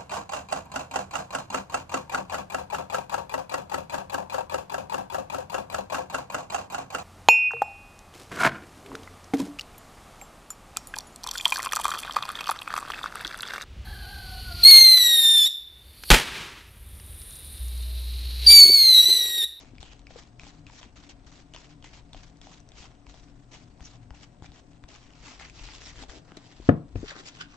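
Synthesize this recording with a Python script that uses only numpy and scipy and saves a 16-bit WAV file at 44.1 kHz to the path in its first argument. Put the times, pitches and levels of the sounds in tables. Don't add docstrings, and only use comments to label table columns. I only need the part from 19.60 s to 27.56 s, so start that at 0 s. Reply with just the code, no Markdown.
import sys
import numpy as np
from scipy import signal
from scipy.io import wavfile
from scipy.ndimage import uniform_filter1d

SR = 44100
rng = np.random.default_rng(int(sys.argv[2]) if len(sys.argv) > 2 else 0)


def nominal_scale(level):
    x = np.asarray(level, float) / 20
    return 10 ** x


def to_wav(sig):
    pcm = np.clip(np.atleast_2d(sig), -1, 1) * 32767
    pcm = np.round(pcm).astype(np.int16)
    wavfile.write(sys.argv[1], SR, pcm.T)


N = 351036

# (time [s], blow [dB], contact [s], bass [dB], slap [dB])
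STACK_KNOCKS = [
    (7.0906, -2, 0.00034, 6.5, 3),
    (7.0942, -7.5, 0.00027, -8, -30),
    (7.101, -38.5, .0003, -15, 7),
    (7.357, -22, 0.00039, 5, -5),
]


def evened(x):
    return x / np.sqrt(np.mean(x ** 2) + 1e-20)


def wander(size):
    return evened(uniform_filter1d(rng.standard_normal(N), size=size))


def read(points, hz):
    f, value = np.transpose(points)
    return np.interp(np.log(hz + 1), np.log(f + 1), value)


def add(mix, s, sound):
    part = mix[..., max(round(s * SR), 0):][..., :sound.shape[-1]]
    part += sound[..., :part.shape[-1]]


def ring(hz, t60, rise):
    t = np.arange(round(min(t60, 0.5) * SR) + 64) / SR
    x = (1 - np.exp(-t / rise)) * nominal_scale(-60 * t / t60) * np.sin(2 * np.pi * hz * t)
    return x / abs(x).max()


def band(x, lo_hz, hi_hz):
    sos = signal.butter(2, [lo_hz, hi_hz], "bandpass", fs=SR, output="sos")
    return evened(signal.sosfilt(sos, x))


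def ports(a, b, colour_db, alike, lead, size):
    # (frequency [Hz], left over right [dB])
    port_tilt = [(60, 9), (120, 6.5), (240, 5.5), (490, 7), (990, 4.5), (1990, 1.5), (4020, -1.1),
                 (8090, 5)]
    hz, t, (za, zb) = signal.stft(np.array([a, b]), SR, nperseg=size, noverlap=size * 3 // 4)
    shared = np.clip(read(alike, hz), 0, 1)[:, None]
    turn = np.exp(2j * np.pi * hz[:, None] * np.interp(t, *np.transpose(lead)))
    side = nominal_scale(read(port_tilt, hz) / 2)[:, None]
    left = za * side
    right = (shared * za * turn + np.sqrt(1 - shared ** 2) * zb) / side
    z = np.array([left, right]) * nominal_scale(colour_db(hz[:, None], t))
    return signal.istft(z, SR, nperseg=size, noverlap=size * 3 // 4)[1][:, :N]


def pressure():
    # (start [s], length [s], first level [dB], last level [dB])
    pushes = [(0.0, 0.12, -47, -81), (0.205, 0.22, -51.5, -74.5), (0.464, 0.14, -66, -50),
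              (0.604, 0.091, -60.5, -67), (0.793, 0.11, -58.5, -49.5), (0.898, 0.11, -61.5, -66.5),
              (1.063, 0.14, -60.5, -52.5), (1.217, 0.093, -48.5, -76), (1.357, 0.12, -61, -56),
              (1.492, 0.048, -43, -77), (1.665, 0.16, -56.5, -57), (1.94, 0.14, -54.5, -60),
              (2.09, 0.044, -61, -58.5), (2.243, 0.1, -50.5, -65), (2.33, 0.076, -56.5, -54),
              (2.529, 0.18, -58.5, -63), (2.814, 0.2, -56.5, -63), (3.118, 0.079, -73.5, -48),
              (3.203, 0.14, -46.5, -75), (3.432, 0.087, -87.5, -47.5), (3.522, 0.42, -57.5, -83),
              (3.916, 0.26, -49, -81.5), (4.209, 0.057, -55.5, -67.5), (4.24, 0.13, -53.5, -63.5),
              (4.435, 0.21, -97, -48.5), (4.644, 0.064, -71, -75), (4.819, 0.046, -63.5, -48.5),
              (4.874, 0.13, -69.5, -58.5), (5.283, 0.2, -55.5, -61)]
    # (start [s], length [s], first level [dB], last level [dB])
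    handling = [(5.487, 0.2, -69, -55.5), (5.63, .03, -58, -54), (5.65, 0.115, -50.5, -51),
                (5.765, .03, -58.5, -61), (5.793, 0.18, -47, -67), (5.917, 0.11, -63.5, -47.5),
                (6.035, 0.17, -46, -55.5), (6.205, 0.11, -48, -46.5), (6.323, 0.12, -54.5, -45.5),
                (6.436, 0.049, -70, -69), (6.484, 0.11, -51, -55), (6.65, 0.287, -65.5, -58),
                (6.928, 0.17, -65, -53), (7.352, 0.126, -60, -50), (7.479, 0.074, -45, -56),
                (7.533, 0.08, -60, -43), (7.606, 0.086, -62.5, -37), (7.695, 0.083, -61, -51.5),
                (7.784, 0.039, -55, -39), (7.811, 0.082, -49, -71.5), (7.888, 0.07, -61.5, -56)]
    # (start [s], length [s], first level [dB], last level [dB])
    nudges = [
        (0.315, 0.012, -58, -46.5),
        (2.632, 0.021, -49, -66),
        (2.916, 0.038, -50, -59),
        (4.544, 0.045, -56.5, -59.5),
        (5.104, 0.044, -66, -71.5),
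        (6.616, 0.054, -73, -75),
        (6.771, 0.016, -41, -69.5),
    ]
    grip_s, let_go_s = 0.006, 0.02
    t = np.arange(N) / SR
    power = np.full(N, nominal_scale(2 * -71.5))
    for start, length, first_db, last_db in [*pushes, *handling, *nudges]:
        at = slice(max(round((start - grip_s) * SR), 0), round((start + length + let_go_s) * SR))
        u = t[at] - start
        held = np.clip(np.minimum(0.5 + u / grip_s, 0.5 + (length - u) / let_go_s), 0, 1)
        power[at] += held ** 2 * nominal_scale(2 * (first_db + (last_db - first_db) * u / length))
    return 10 * np.log10(power)


def slides():
    # (frequency [Hz], density [dB per Hz])
    gloss = [(150, -47), (250, -12.5), (281, 1), (312, 3.5), (472, -16), (572, -10), (703, -6), (757, -4.5),
             (1860, -7.5), (5730, -11.5), (7370, -15.5), (8540, -31.5), (11100, -39), (18800, -120)]
    # (frequency [Hz], likeness [0-1])
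    card_alike = [(350, 0.95), (1000, 1), (1700, 0.09), (3100, 0.52), (4500, 0.038), (6500, 0.58),
                  (8000, 0.11)]
    # (time [s], right port earlier by [s])
    card_lead = [(0, -1e-5), (5.4, -3e-5), (5.7, 3e-5), (7.3, 4e-5), (7.45, 2e-4), (7.96, 2e-4)]
    # (time [s], length [s], middle [Hz], width [Hz], lift [dB])
    flexes = [(0.31, 0.1, 2900, 580, 5.5), (2.264, 0.02, 2020, 301, 8.5), (4.2, 0.01, 940, 250, 19),
              (2.915, .015, 980, 310, 12.5), (5.715, 0.094, 1040, 460, 6.5),
              (4.253, 0.016, 6250, 1300, 16.5), (4.344, 0.014, 770, 250, 12.5),
              (5.836, 0.033, 1950, 900, 11.5), (6.356, 0.052, 500, 180, 3.5), (6.587, 0.23, 490, 240, 15.5),
              (7.598, 0.055, 420, 200, 13), (6.044, 0.063, 2700, 500, 5), (6.868, .06, 4600, 1200, 0.5),
              (7.496, 0.02, 3700, 1200, 9.5), (7.526, 0.088, 1500, 760, 12.5), (7.555, .012, 1320, 200, 9),
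              (7.445, .02, 1200, 270, 4.5), (.01, 0.033, 880, 210, 10.5), (0.067, .05, 2400, 500, 6.5),
              (2.38, .03, 830, 250, 9), (1.3, 0.045, 2600, 550, 6), (6.72, .08, 1400, 430, 8),
              (7.94, .03, 1200, 580, 10), (5.46, .03, 2600, 900, 6), (6.4, .05, 1700, 400, 5),
              (3.25, .04, 1000, 250, 5), (.86, .05, 950, 250, 4), (5.69, .05, 2000, 700, 4),
              (2.38, .04, 2000, 350, 3.5), (7.81, 0.033, 1450, 280, 17.5), (7.821, 0.074, 2920, 610, 7.5)]
    db = pressure()
    body_db = -4 - 0.4239 * (db + 59.0)
    stick_slip_db = 2.0 * wander(90) + 2.17 * wander(700)
    catches = rng.standard_normal((2, N)) * nominal_scale(2.2 * np.minimum(rng.exponential(1, (2, N)), 5))
    catches *= nominal_scale(stick_slip_db)
    catches += nominal_scale(11) * (rng.random(N) < 400 / SR) * rng.standard_normal(N)

    def colour(hz, t):
        patches = uniform_filter1d(rng.standard_normal((len(t), len(hz))), 16, 0)
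        patches = evened(uniform_filter1d(patches, 5, 1)).T
        body = np.interp(t, np.arange(N) / SR, body_db) / (1 + (hz / 1800) ** 4)
        flex = sum(lift_db * np.exp(-((t - at) / long) ** 2 - ((hz - mid_hz) / wide) ** 2)
                   for at, long, mid_hz, wide, lift_db in flexes)
        return read(gloss, hz) + body + flex + 1.7 * patches

    pair = ports(*catches, colour, card_alike, card_lead, size=256)
    return nominal_scale(db + 2.5) * evened(pair)


def ticks():
    # (time [s], peak [dB], ring [Hz], stack thud [dB])
    releases = [(0.1825, -41.5, 2380, -41), (0.4691, -38.5, 2400, -38), (0.796, -34.5, 2460, -47),
                (1.067, -39, 2600, -35), (1.213, -45.5, 3450, -7), (1.3603, -50, 2550, -11),
                (1.4953, -46.5, 6060, -12), (1.6678, -56, 3070, -17), (1.937, -37, 2970, -22),
                (2.2253, -45, 3170, -16), (2.5319, -36, 3650, -21), (3.002, -47, 6160, -22),
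                (4.96, -49, 3230, -22), (5.5048, -48.5, 3000, -25), (5.797, -38, 1840, -16),
                (5.798, -46, 2120, -22), (5.8979, -40.5, 2460, -30), (6.7188, -51, 3000, 0),
                (6.7706, -36, 4000, -10.5), (7.358, -41.5, 2500, -27), (2.106, -53, 4500, -25),
                (3.417, -62, 2700, -25), (1.9498, -39, 3050, -25)]
    # (time [s], peak [dB], ring [Hz], stack thud [dB])
    caught = [(0.1478, -55, 2320, -19), (0.229, -33.5, 3500, -16), (0.5068, -48, 3150, 0),
              (0.5872, -43.5, 3300, -11), (0.834, -40, 2560, -14), (0.868, -42.5, 3300, -7.5),
              (1.099, -45.5, 2240, -6), (1.1338, -47.5, 2560, -9), (1.2298, -35, 3220, -20),
              (1.9468, -36.5, 3500, -11), (1.9625, -37.5, 3000, -11), (2.243, -43, 3400, -6),
              (2.5463, -40.5, 3330, -4), (2.87, -54, 2900, 7), (3.1188, -43.5, 3700, -14.5),
              (3.2418, -43, 3250, -9), (3.542, -45.5, 3420, -7), (4.538, -60, 1450, 3),
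              (4.8231, -47.5, 3420, -5), (4.2068, -51, 3300, -7), (4.5065, -48.5, 2790, 0.5),
              (4.545, -60, 3500, -19), (4.8435, -43.5, 1620, -6), (5.239, -48.5, 3540, -5),
              (2.815, -40.5, 3530, -17), (3.0893, -46.5, 6040, -19), (3.467, -43.5, 2360, -11.5),
              (5.682, -38.5, 2380, -12), (5.811, -42.5, 1500, -4), (5.83, -41, 2100, -19),
              (6.088, -40.5, 2020, -9.5), (5.994, -48, 3140, -6), (6.136, -39.5, 3550, -14),
              (6.218, -39.5, 1910, -21), (6.3575, -45, 1500, -13), (5.535, -47.5, 2800, -13),
              (6.4255, -37, 3940, -12), (6.4362, -37.5, 3270, -8.5), (6.496, -40, 1730, -22)]
    # (time [s], peak [dB], middle [Hz],
    # stack thud [dB])
    brushes = [(0.047, -48, 2300, -13), (0.056, -47, 3600, -20), (0.1533, -50, 2780, -25),
               (0.2056, -44, 4200, -25), (0.3935, -44.5, 4000, -21), (0.4175, -52, 3800, -22),
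               (0.635, -46, 3500, -25), (0.674, -49, 4500, -20), (2.7712, -50.5, 4500, -20),
               (4.1765, -57, 4000, -20), (4.186, -57, 5200, -25), (4.415, -61, 2600, -20),
               (4.919, -44, 4050, -13), (5.118, -55, 3000, -12), (5.133, -53, 3000, -15),
               (5.2884, -39.5, 3600, -13), (6.4975, -39.5, 3700, -25), (6.503, -43, 4800, -20),
               (7.091, -32.5, 3300, -31), (5.797, -43, 4800, -25), (5.8985, -45, 7000, -30)]
    # (time [s], peak [dB], sharpness [Hz])
    snaps = [
        (4.2068, -34.5, 1600),
        (4.5062, -36.5, 1400),
        (4.8235, -40, 860),
        (5.2388, -35, 1800),
        (6.7197, -33, 1250),
        (2.243, -34, 2900),
        (.5065, -44, 930),
    ]
    out = np.zeros((2, N))
    edges = [(*row, 0.008, -2) for row in releases]
    edges += [(*row, 0.005, 3) for row in caught]
    edges += [(*row, 0.002, 0) for row in brushes]
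    for at, db, hz in snaps:
        add(out, at, -np.outer(nominal_scale([db + 1.0, db - 2.5]), ring(hz, 1.8 / hz, 0.00003)))
    chance = rng.random((len(edges), 3))
    cracks = rng.standard_normal((len(edges), 200))
    crack_t = np.arange(200) / SR
    for (at, db, hz, thud_db, t60, crack_db), (u, v, w), crack in zip(edges, chance, cracks):
        x = np.zeros(2000)
        add(x, 0, ring(hz, t60, 0.0002))
        add(x, 0.0001, nominal_scale(-7) * ring(hz * (1.9 + 0.3 * u), 0.6 * t60, 0.0001))
        add(x, 0.0002, nominal_scale(-8) * ring(hz * (1.25 + 0.2 * v), 0.6 * t60, 0.0001))
        add(x, 0.003, nominal_scale(-19) * ring(0.93 * hz, 3.6 * t60, 0.0016))
        add(x, 0, nominal_scale(crack_db - 60 * crack_t / 0.0034) * uniform_filter1d(crack, size=3))
        add(x, 0, -nominal_scale(thud_db + 3.5) * ring(650 + 350 * v, 0.014, 0.0011))
        add(x, 0, -nominal_scale(thud_db + 7) * ring(900, 0.0018, 0.00005))
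        add(out[0], at + 0.00019, nominal_scale(db + 1.6) * x)
        add(out[1], at + 0.00021 + 6e-5 * w, nominal_scale(db - 2.0) * x)
    return out


def sparks():
    # (time [s], peak [dB])
    needles = [(-.0014, -62), (0.204, -67.5), (.2275, -87), (0.3925, -84), (.4162, -90), (0.634, -81),
               (1.0657, -83), (1.3583, -92), (1.948, -80), (2.5442, -91), (5.238, -91), (1.2136, -83),
               (1.6623, -78), (1.9365, -68), (2.7696, -85), (3.0011, -84), (3.0884, -84), (4.2054, -72),
               (6.4358, -78), (6.7692, -62)]
    x = np.zeros(N)
    for at, db in needles:
        add(x, at + 0.0015, nominal_scale(db + 15) * ring(7900, 0.0015, 0.00002))
    flicker = nominal_scale(3.0 * wander(1500) + 0.06 * (pressure() + 58))
    x += nominal_scale(-108) * flicker * band(rng.standard_normal(N), 8300, 15500)
    return np.outer(nominal_scale([1.5, -1.5]), x)


def modes(rows, t):
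    return sum(250 / hz * nominal_scale(db - 60 * t / t60) * np.cos(2 * np.pi * hz * t) for hz, db, t60 in rows)


def knocks():
    # (frequency [Hz], level [dB], t60 [s])
    table_modes = [(96, -4, 0.23), (109.3, -0.5, 0.15), (141.4, -6.5, 0.3), (164.6, -6, 0.33),
                   (220, -4.5, 0.22), (260, -9.5, 0.26), (283, -12, 0.19), (324, -11.5, 0.3),
                   (435, -2, 0.08), (470, -20, 0.22), (580, -19, 0.25), (895, -41, 0.22), (1254, -50, 0.25),
                   (1330, -49, 0.25)]
    # (frequency [Hz], level [dB], t60 [s])
    stack_modes = [(251, 2, 0.043), (578, -7.5, 0.032), (716, -14.5, .035), (797, -26, .035),
                   (1270, -16, 0.031), (1730, -14, .03), (2200, -47, 0.032), (2460, -26, .02),
                   (2930, -32, 0.0197)]
    right_early_s, bounce_early_s, slap_late_s = 0.00051, 0.00018, 0.00104
    t = np.arange(SR // 2) / SR
    table, face = modes(table_modes, t), modes(stack_modes[:1], t)
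    out, slap = np.zeros((2, N)), np.zeros(4000)
    for k, (hz, db, t60) in enumerate(stack_modes[1:]):
        damped_s = min(t60, 20 / hz + 0.005)
        add(slap, 0, (-1) ** k * nominal_scale(db) * ring(hz, damped_s, 0.0006))
    rattle = nominal_scale(-19.5 - 60 * t[:4000] / 0.028) * (1 - np.exp(-t[:4000] / 0.0004))
    slap += rattle * band(rng.standard_normal(4000), 490, 1300)
    for k, (at, db, contact, bass_db, slap_db) in enumerate(STACK_KNOCKS):
        u = (t[:600] - t[300]) / contact
        pull, quick = np.where(u < 0, 0.4, 1), np.where(u < 0, 1, 1.6)
        blow = pull * u * np.exp(-np.sqrt(0.21 + u ** 2) * quick) / (contact * SR) ** 2 * 14
        blow -= blow.mean() * signal.windows.hann(600) * 2
        left = signal.oaconvolve(face + nominal_scale(bass_db - 10.5) * table, blow)
        right = signal.oaconvolve(0.62 * face + nominal_scale(bass_db - 14.5) * table, blow)
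        early_s = right_early_s if k == 0 else bounce_early_s
        add(out[0], at - t[300], nominal_scale(db) * left)
        add(out[1], at - t[300] - early_s, nominal_scale(db) * right)
        add(out[0], at + slap_late_s, nominal_scale(db + slap_db - 1.0) * slap)
        add(out[1], at + slap_late_s - 0.52 * right_early_s, nominal_scale(db + slap_db - 9.5) * slap)
    return out


def shudder():
    # (time [s], level [dB])
    hands = [(0.0, -58.5), (1.6, -60.5), (1.75, -64.5), (2.37, -58.5), (3.12, -61), (3.7, -61),
             (4.21, -59.5), (5.05, -64.5), (5.67, -61.5), (5.85, -58), (6.41, -55), (6.58, -55), (6.8, -84),
             (7.05, -53), (7.21, -65), (7.4, -41.5), (7.58, -71), (7.96, -58)]
    # (time [s], peak [dB], ring [Hz], t60 [s])
    bumps = [(0.197, -36.5, 61, 0.055), (0.829, -38, 42.5, 0.073), (1.661, -41, 57, 0.11),
             (1.933, -46.5, 36.3, 0.3), (2.55, -40, 37.5, 0.2), (3.47, -43, 54.3, 0.45),
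             (4.821, -34, 92, 0.042), (4.887, -40, 55, .1), (1.07, -39.5, 70, 0.071), (5.6, -43, 45, 0.091),
             (0.49, -40, 45, 0.072), (3.2, -43, 49.7, 0.11), (5.37, -44, 40, 0.13),
             (6.994, -42, 48.3, 0.12), (7.355, -20, 97.5, 0.11)]
    # (time [s], peak [dB], ring [Hz], t60 [s])
    finger_taps = [(0.134, -41, 253, 0.063), (0.035, -44, 300, .04), (4.823, -44, 330, .02),
                   (7.552, -43, 450, 0.036), (0.559, -35, 476, 0.042), (6.4205, -40.5, 260, 0.14),
                   (6.721, -37, 280, 0.025), (6.771, -31.5, 290, 0.02), (7, -34, 315, 0.02),
                   (7.43, -24.5, 290, 0.032), (7.44, -32.5, 420, 0.056), (7.517, -39, 574, 0.04),
                   (1.26, -46, 233, .08)]
    # (time [s], peak [dB], ring [Hz], t60 [s])
    lifts = [
        (4.214, -38, 64.4, 0.077),
        (4.509, -38, 59, 0.13),
        (5.241, -39, 58, 0.049),
        (6.011, -38.5, 40.7, 0.24),
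        (6.375, -41, 45, .1),
        (6.49, -38, 41.8, .1),
    ]
    s, hands_db = np.transpose(hands)
    x = nominal_scale(np.interp(np.arange(N) / SR, s, hands_db) + 3.0) * band(rng.standard_normal(N), 28, 62.0)
    for at, db, hz, t60 in [*bumps, *finger_taps]:
        add(x, at, -nominal_scale(db - 2.5) * ring(hz, t60, 0.15 / hz))
        add(x, at, nominal_scale(db - 13.5) * ring(1.66 * hz, 0.27 * t60, 0.1 / hz))
    for at, db, hz, t60 in lifts:
        add(x, at, nominal_scale(db) * ring(hz, t60, 0.059 / hz))
    return x * nominal_scale([[3], [-3.5]])


def room(x):
    # (frequency [Hz], t60 [s])
    room_decay = [(100, 0.41), (500, 0.28), (1000, 0.31), (2000, 0.23), (8000, 0.098)]
    echoes = np.zeros((2, SR // 2))
    at = np.arange(200, SR // 2 - 20, 20)
    at = at + rng.integers(0, 20, (2, (SR // 2 - 201) // 20))
    np.put_along_axis(echoes, at, rng.choice([-1., 1.], at.shape), 1)
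    hz, t, z = signal.stft(echoes, SR, nperseg=256)
    tail = signal.istft(z * nominal_scale(-60 * t / read(room_decay, hz)[:, None]), SR, nperseg=256)[1]
    return signal.fftconvolve(x, tail / np.linalg.norm(tail[0]), axes=1)[:, :N]


def air():
    # (frequency [Hz], density [dB per Hz])
    air_tone = [(12, -22.5), (20, 5.5), (51, -19), (81, -6.5), (141, -4.5), (301, -8.5), (452, -16),
                (731, -14), (789, -18), (1120, -21.5), (1240, -28.5), (1490, -27.5), (3430, -44.5),
                (7720, -41), (8540, -34), (11100, -47), (18800, -120)]
    # (frequency [Hz], likeness [0-1])
    air_alike = [(60, 0.71), (350, 1), (1000, 0.74), (2000, 0.2), (8000, 0.037)]
    # (frequency [Hz], width [Hz], level [dB])
    fan_tones = [(96.6, 17, -67.5), (121.4, 10.1, -62), (160.8, 8.4, -65.5), (250, 27, -68.5),
                 (286, 19, -64), (719, 6, -71.5)]
    t = np.arange(N) / SR
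    hiss = rng.standard_normal((2, N))
    lead = [(0, 0.00028), (8, 0.00034)]  # (time [s], right port earlier by [s])
    pair = ports(*hiss, lambda hz, t: read(air_tone, hz) + 0 * t, air_alike, lead, size=2048)
    fan = sum(nominal_scale(db) * band(rng.standard_normal(N), hz - w / 2, hz + w / 2) for hz, w, db in fan_tones[:-1])
    fan *= nominal_scale(2.5 * wander(6000))
    hz, w, db = fan_tones[-1]
    fan += nominal_scale(db) * np.sin(2 * np.pi * hz * t + w * wander(8000) / 8)
    whine = np.outer(nominal_scale([-75, -88]) * [1, -1], np.sin(2 * np.pi * 8000 * t))
    return nominal_scale(-58.5) * pair / np.std(pair.mean(0)) + fan * nominal_scale([[2.5], [-3]]) + whine


def scene():
    cards, blows = slides() + ticks(), knocks()
    puffs = np.zeros((2, N))
    puff = band(np.arange(400) == 0, 420, 1400)[None]
    for at, db, *_ in STACK_KNOCKS:
        add(puffs, at, nominal_scale(db - 36.5) * puff)
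    boom_band = signal.butter(1, [150, 700], "bandpass", fs=SR, output="sos")
    echo = room(signal.sosfilt(boom_band, blows))
    boom = nominal_scale(-16) * (echo + 0.5 * echo[::-1]) / 1.32
    return cards + blows + room(nominal_scale(-13.5) * cards + puffs) + boom + shudder() + air()


def band_limit(x):
    return signal.sosfilt(signal.butter(12, 15800, fs=SR, output="sos"), x)


def record(dry):
    held = dry / (1 + (dry / 1.06) ** 6) ** (1 / 6)
    edge = signal.firwin(201, 8400, window=("kaiser", 9), fs=SR)
    mix = signal.oaconvolve(held, edge[None], "same") + sparks()
    return band_limit(mix)


dry = scene()
out = record(dry)
to_wav(out)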